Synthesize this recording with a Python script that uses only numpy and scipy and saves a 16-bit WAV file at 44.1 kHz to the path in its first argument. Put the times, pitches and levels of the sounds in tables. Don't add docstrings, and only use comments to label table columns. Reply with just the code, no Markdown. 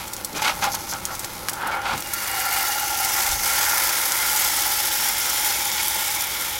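import sys
import numpy as np
from scipy import signal
from scipy.fft import rfft, irfft, next_fast_len
from scipy.io import wavfile
from scipy.ndimage import uniform_filter1d, map_coordinates

SR = 44100
rng = np.random.default_rng(int(sys.argv[2]) if len(sys.argv) > 2 else 0)


def dump(signal):
    limited = np.clip(np.atleast_2d(signal).T, -1, 1)
    pcm = np.round(limited * 32767).astype(np.int16)
    wavfile.write(sys.argv[1], SR, pcm)


N = 290619
LANDING_S, WETTING_S = 1.94, 0.015

# (frequency [Hz], width [Hz], lift at ring=1 [dB])
PAN_MODES = [(550, 100, 9.5), (822, 148, 10.5), (1298, 25, 8), (1405, 70, 8.5), (2095, 46, 7.5),
             (2217, 45, 7.5), (2460, 55, 4.5), (3400, 150, 2)]
# (frequency [Hz], relative level [dB])
FLAME_SPECTRUM = [(12, -16), (20, -15), (48, -0.5), (61, 3.5), (81, -4), (103, -5), (167, -8.5), (215, -3),
                  (245, -11), (344, 0.5), (458, -12), (506, 0), (543, -5), (600, -2.5), (780, -28),
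                  (1320, -120)]
SIMMER_SPECTRUM = [(200, 3.5), (500, -5), (680, -1.5), (900, 7), (1500, 4.5), (2000, 3), (2700, -0.5),
                   (6000, 2), (8500, -3.5), (11000, 1), (16000, -4)]
FIZZ_SPECTRUM = [(1500, -47), (3500, -6), (5000, 6), (6300, 9), (8500, -4.5), (11500, 3), (16000, -8)]
DRAG_SPECTRUM = [(60, -39), (200, -9), (450, -12), (680, -6), (900, 2.5), (1550, 3.5), (1950, -4),
                 (2300, -13), (3000, -8.5), (8000, -47)]
RASP_SPECTRUM = [(800, -38), (1600, -12.5), (2300, 0), (3300, -2), (4600, -4), (6500, -12), (8500, -13.5),
                 (12000, -24), (16000, -39)]
TICK_SPECTRUM = [(200, -33), (800, -3), (1700, 3), (3500, -4), (5500, 3), (8000, -9), (11000, 1.5),
                 (16000, -23)]
BUBBLING_SPECTRUM = [(150, -32.5), (350, -16.5), (680, -8.5), (950, 2.5), (1150, -0.5), (1500, 3),
                     (1900, 4), (2300, 1.5), (2800, -19), (5000, -25.5)]
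SIZZLE_SPECTRUM = [(1200, -26), (2400, -5), (3000, -1), (4200, -2.5), (5200, 2), (7000, 0), (8500, -3.5),
                   (11000, -18.5), (16000, -6)]
MIST_SPECTRUM = [(5000, -35.5), (8000, -7.5), (10000, 2), (12000, 3), (14000, 0.5), (16000, -3.5)]
# (frequency [Hz], rms level [dB])
HUM_TONES = [(53, -74), (100, -55.5), (192, -66.5)]
# (time [s], level [dB], pitch [Hz], half length [s])
PAN_BUMPS = [(0.363, -33.5, 221, 0.024), (.7, -45, 92, 0.39), (1.45, -46, 160, 0.23),
             (1.66, -39, 220, 0.02), (1.957, -35, 116, 0.031), (3.352, -37, 45, 0.048),
             (3.47, -46, 55, 0.056)]
# (time [s], level [dB])
BROWNED_LEVEL = [(0, -35), (.28, -37.5), (.55, -32.5), (1, -35.5), (1.33, -34), (1.8, -41), (2, -35),
                 (2.5, -59)]
# (time [s], length [s], level [dB])
DOUGH_SPURTS = [(.362, 0.013, -31), (.43, 0.074, -30.5), (.627, 0.026, -28.5), (.725, 0.028, -26.5),
                (.775, 0.079, -39), (.89, 0.023, -27), (1.125, 0.009, -32.5)]
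# (time [s], length [s], drag [dB], rasp [dB])
SPATULA_STROKES = [(0, 0.028, -42, -37), (.355, 0.047, -31.5, -33.5), (.421, 0.0039, -30, -24),
                   (.45, 0.049, -21.5, -23), (.626, 0.028, -22, -26.5), (.657, 0.021, -26.5, -30),
                   (.74, .008, -29.5, -35), (.925, 0.019, -29.5, -38), (1.085, 0.058, -35, -58),
                   (1.52, 0.13, -35.5, -56), (1.625, 0.15, -26, -41.5), (1.719, 0.011, -31, -34.5),
                   (1.79, 0.06, -30.5, -50), (1.857, 0.088, -26.5, -31.5), (5.78, 0.03, -45, -31)]
# (time [s], snap level [dB], pitch [Hz], spray level [dB])
OIL_POPS = [(0.0786, -33, 6400, -31.5), (0.134, -24, 8300, -23.5), (0.1658, -17, 6860, -31.5),
            (0.2468, -15, 9200, -21), (0.75, -16, 6760, -26), (0.9369, -10, 6160, -39),
            (1.0535, -3.5, 7140, -23.5), (1.1509, -22, 7740, -28.5), (1.1937, -20, 8500, -24.5),
            (1.246, -14, 6100, -27), (1.4954, -11, 8500, -24), (1.5329, -21, 8200, -27),
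            (1.672, -18, 11000, -27.5), (2.1365, -4, 12900, -18.5), (2.402, -10, 8700, -25),
            (3.048, -16, 10100, -20), (3.329, -29, 6350, -22), (4.1212, -3.5, 6440, -23),
            (5.4467, -15, 10000, -21), (5.717, -10, 5400, -30), (5.8824, -0.5, 11800, -26),
            (6.208, -14, 6150, -22)]
# (time [s], pitch [Hz], peak level [dB], t60 [s])
PAN_RINGS = [(.42, 863, -18, 0.081), (.673, 805, -16.5, 0.097), (1.718, 2250, -27.5, 0.29),
             (1.721, 1385, -27, 0.21), (2.133, 1385, -27.5, 0.28), (5.8, 2200, -18.5, 0.055)]
# (time [s], peak level [dB])
BLADE_TICKS = [(.4203, -11), (1.2443, -13), (1.4858, -2), (5.803, -12)]
# (time [s], level [dB])
FRYING_LEVEL = [(1.99, -42.5), (2.2, -32), (2.45, -29.5), (2.62, -27), (2.73, -29), (2.93, -29),
                (3.05, -27), (3.27, -24.5), (3.37, -30.5), (3.5, -24.5), (4.1, -25.8), (4.35, -24),
                (5.05, -26), (5.15, -27.5), (5.48, -25), (5.7, -28), (6.0, -27.2), (6.54, -31)]
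# (time [s], boiling beneath [dB], bubbling at the edge [dB])
TRAPPED_STEAM = [(2.05, -6, 0), (2.2, -24, 0), (2.35, -6, 0.5), (2.92, -3, -6), (3.22, -7.5, -4.5),
                 (3.8, -12, -2), (4.5, -12, -6), (6.0, -10, -5.5), (6.55, -13.5, -3)]
# (time [s], first's pitch [Hz], second's relative level [dB])
LOADED_MODES = [(2, 806, -6), (2.5, 797, 2), (2.9, 818, -4.5), (3.3, 807, -4), (3.7, 830, 1),
                (4.6, 840, -6.5), (6.5, 856, -11)]
# (middle [s], half length [s], pitch [Hz], width [Hz], level [dB])
PAN_TONES = [(2.547, 0.34, 2840, 70, -38), (2.55, 0.3, 4520, 180, -39.5), (3.337, 0.47, 6240, 770, -35.5),
             (5.2, 0.75, 5430, 130, -38.5), (5.497, 0.5, 7130, 200, -40), (5.95, 0.64, 2230, 300, -38.5),
             (5.8, 0.99, 3420, 690, -36)]
# (frequency [Hz], t60 [s])
ROOM_DECAY = [(200, 0.6), (2000, 0.13), (14000, 0.082)]


def amp(db):
    return 10 ** (np.asarray(db) / 20)


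def unit(x):
    return x / np.sqrt(np.mean(x ** 2) + 1e-20)


def along(points, hz):
    knots_hz, values = np.transpose(points)
    return np.interp(np.log(hz + 1), np.log(knots_hz + 1), values)


def curves(rows):
    times, *columns = np.transpose(rows)
    return np.array([np.interp(np.arange(N) / SR, times, column) for column in columns])


def swells(rows, rise_share, fall_s):
    t = np.arange(N) / SR
    power = 0
    for s, length, *dbs in rows:
        before = np.maximum(s - t, 0) / (rise_share * length)
        after = np.maximum(t - s - length, 0) / fall_s
        shape = amp(np.clip(-20 * (before + after), -120, 0))
        power = power + np.outer(amp(dbs), shape) ** 2
    return np.sqrt(power)


def wobble(rate):
    knots = rng.standard_normal(int(N * rate / SR) + 4)
    return unit(map_coordinates(knots, [np.arange(N) * rate / SR]))


def grains(rate, spread_db):
    size = amp(spread_db * np.minimum(rng.standard_normal(N), 3))
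    return unit((rng.random(N) < rate / SR) * size * np.sign(rng.standard_normal(N)))


def band_noise(centre_hz, slope_db, size):
    octaves = np.log2((np.fft.rfftfreq(size, 1 / SR) + 1) / centre_hz)
    return unit(irfft(rfft(rng.standard_normal(size)) * amp(-slope_db * octaves ** 2), size))


def coloured(x, gain_db):
    size = 2 * next_fast_len(len(x) // 2 + 4096)
    gain = amp(gain_db(np.fft.rfftfreq(size, 1 / SR)))
    cepstrum = irfft(np.log(gain + 1e-6), size)
    cepstrum[1:size // 2] *= 2
    cepstrum[size // 2 + 1:] = 0
    return irfft(rfft(x, size) * np.exp(rfft(cepstrum)), size)[:len(x)]


def resonance(x, hz, width_hz):
    turn = np.exp(2j * np.pi * np.cumsum(hz * np.ones(N)) / SR)
    lowpass = signal.butter(2, width_hz / 2, fs=SR)
    return unit((turn * signal.lfilter(*lowpass, x / turn)).real)


def through_pan(x, spectrum, ring=1):
    def ring_db(hz):
        return sum(db / (1 + (2 * (hz - centre) / width) ** 2) for centre, width, db in PAN_MODES)
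    return unit(coloured(x, lambda hz: along(spectrum, hz) + ring * ring_db(hz)))


def add(track, s, sound):
    start = max(round(s * SR), 0)
    track[start:start + len(sound)] += sound[:max(len(track) - start, 0)]


def stove():
    t = np.arange(N) / SR
    flame = amp(-44) * unit(coloured(rng.standard_normal(N), lambda hz: along(FLAME_SPECTRUM, hz)))
    hum = bumps = 0
    for hz, db in HUM_TONES:
        hum += amp(db) * np.sqrt(2) * np.sin(2 * np.pi * hz * t + 3 * wobble(2.76))
    for s, db, hz, half_length in PAN_BUMPS:
        swell = amp(db) * np.exp(-.5 * ((t - s) / half_length) ** 2)
        bumps += swell * band_noise(hz, slope_db=3.5, size=next_fast_len(N))[:N]
    return flame + hum + bumps


def simmer():
    level, = amp(curves(BROWNED_LEVEL))
    bubbles = grains(rate=6000, spread_db=4) * amp(.52 * wobble(38.3))
    spurts, = swells(DOUGH_SPURTS, rise_share=.78, fall_s=.023)
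    fizz = grains(rate=5000, spread_db=5) * amp(3.3 * wobble(151.2))
    quiet = level * through_pan(bubbles, SIMMER_SPECTRUM, ring=.99)
    return quiet + spurts * through_pan(fizz, FIZZ_SPECTRUM)


def spatula():
    drag_gain, rasp_gain = swells(SPATULA_STROKES, rise_share=.43, fall_s=.037)
    slips = grains(rate=1900, spread_db=2.5) * amp(.5 * wobble(90))
    bite = grains(rate=5000, spread_db=2.5) * amp(1.5 * wobble(120))
    drag = drag_gain * through_pan(slips, DRAG_SPECTRUM, ring=1.13)
    rasp = rasp_gain * through_pan(bite, RASP_SPECTRUM, ring=1.1)
    return drag + rasp


def drop(hz, spray_share, spray_t60=.042):
    t = np.arange(2048) / SR - .001
    cycles = np.maximum(1 + t * hz, 0)
    snap = cycles ** 2 * np.exp(2 * (1 - cycles)) * np.cos(2 * np.pi * hz * t + rng.normal(0, .95))
    spray = band_noise(hz, slope_db=3.5, size=len(t)) * (t > 0) * amp(-60 * (t - .002) / spray_t60)
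    return snap + spray_share * spray


def crackle(heat, count=260):
    out, strength = np.zeros(N), heat + amp(-28)
    for when, size, pitch in zip(rng.random(count), rng.random(count), rng.standard_normal(count)):
        hz = min(7000 * np.exp(.4 * pitch), 14000)
        gain = strength[int(when * N)] * amp(-5 + 4.7 * size ** 2)
        add(out, when * N / SR, gain * drop(hz, spray_share=.33, spray_t60=.032))
    return out


def pops():
    out = np.zeros(N)
    for s, db, hz, spray_db in OIL_POPS:
        add(out, s - .001, amp(db) * drop(hz, spray_share=amp(spray_db - db)))
    return out


def tiled_wall(x, delay_s=.00088, echo_db=-12):
    return x + amp(echo_db) * np.pad(x, (round(delay_s * SR), 0))[:N]


def pan_rings():
    out, t = np.zeros(N), np.arange(SR // 3) / SR
    for s, hz, db, t60 in PAN_RINGS:
        add(out, s, amp(db - 60 * t / t60) * np.sin(2 * np.pi * hz * t))
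    return out


def blade_ticks(rattle_t60=.072):
    out, t = np.zeros(N), np.arange(4096) / SR
    for s, db in BLADE_TICKS:
        rattle = amp(-24 - 60 * t / rattle_t60) * rng.standard_normal(len(t))
        snap = through_pan((t == 0) + rattle, TICK_SPECTRUM, ring=.4)
        add(out, s, amp(db) * snap / np.abs(snap).max())
    return out


def frying():
    wetted = np.clip((np.arange(N) / SR - LANDING_S) / WETTING_S, 0, 1)
    heat = amp(curves(FRYING_LEVEL)[0]) * wetted * amp(.13 * wobble(12))
    boil_gain, edge_gain = heat * amp(curves(TRAPPED_STEAM))
    return boil_gain * boiling() + sizzle(heat, edge_gain) + crackle(heat) + spits(heat) + spatter()


def boiling():
    first_hz, second_db = curves(LOADED_MODES)
    knocks = grains(rate=2500, spread_db=8)
    first = resonance(knocks, first_hz, width_hz=86)
    return first + amp(second_db) * resonance(knocks, hz=1385, width_hz=62)


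def sizzle(heat, edge_gain):
    surge = amp(.6 * wobble(55))
    flare = surge * amp(1.32 * wobble(220))
    bubbles = surge * grains(rate=2500, spread_db=3)
    bursts = flare * grains(rate=7000, spread_db=1)
    droplets = flare * amp(1.4 * wobble(130)) * grains(rate=12000, spread_db=3)
    edge = edge_gain * through_pan(bubbles, BUBBLING_SPECTRUM, ring=.87)
    oil = heat * through_pan(bursts, SIZZLE_SPECTRUM)
    mist = amp(-.07) * heat * through_pan(droplets, MIST_SPECTRUM)
    return shifting(edge + oil + mist, depth_db=.9)


def shifting(x, depth_db):
    spectra = signal.stft(x, nperseg=512)[2]
    patches = uniform_filter1d(rng.standard_normal(spectra.shape), size=6, axis=0)
    patches = uniform_filter1d(patches, size=30, axis=1)
    return signal.istft(spectra * amp(depth_db * unit(patches)), nperseg=512)[1][:N]


def spatter(count=22, volley_s=.9):
    out = np.zeros(N)
    for slot, (jitter, size, pitch) in enumerate(rng.random((count, 3))):
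        progress = (slot + jitter) / count
        db = -17 - 3 * progress + 3 * (2 * size - 1.5)
        burst = drop(5000 + 7000 * pitch, spray_share=.3, spray_t60=.025)
        add(out, LANDING_S + volley_s * progress, amp(db) * burst)
    return out


def spits(heat, count=30, above_db=13.5):
    out = np.zeros(N)
    for when, size, pitch in rng.random((count, 3)):
        gain = heat[int(when * N)] * amp(above_db + 5 * (size - .5))
        add(out, when * N / SR, gain * drop(6500 + 5500 * pitch, spray_share=.2, spray_t60=.022))
    return out


def pan_tones():
    out, t = np.zeros(N), np.arange(N) / SR
    for s, half_length, hz, width_hz, db in PAN_TONES:
        swell = amp(db) * np.exp(-.5 * ((t - s) / half_length) ** 2)
        out += swell * resonance(rng.standard_normal(N), hz, width_hz)
    return out


def room_tail():
    hz, t, spectra = signal.stft(rng.standard_normal(SR // 4), SR, nperseg=256)
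    decay = amp(-60 * t / along(ROOM_DECAY, hz)[:, None])
    tail = signal.istft(spectra * decay, SR, nperseg=256)[1]
    return tail / np.linalg.norm(tail)


def kitchen(x, tail_db=-13):
    out, step = x.copy(), SR // 4
    for start in range(0, N, step):
        reverb = signal.fftconvolve(x[start:start + step], room_tail())
        add(out, start / SR + .003, amp(tail_db) * reverb)
    return out


def scene():
    pan = spatula() + pan_rings() + blade_ticks() + simmer() + frying() + pan_tones()
    pan += tiled_wall(pops())
    mid = kitchen(pan) + stove()
    side = amp(-63.5) * band_noise(192, slope_db=6, size=next_fast_len(N))[:N]
    return np.array([mid + side, mid - side])


def record(dry, top_hz=15900):
    size = next_fast_len(N + 4096)
    passband = np.fft.rfftfreq(size, 1 / SR) < top_hz
    return irfft(rfft(dry, size) * passband, size)[:, :N]


dry = scene()
out = record(dry)
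dump(out)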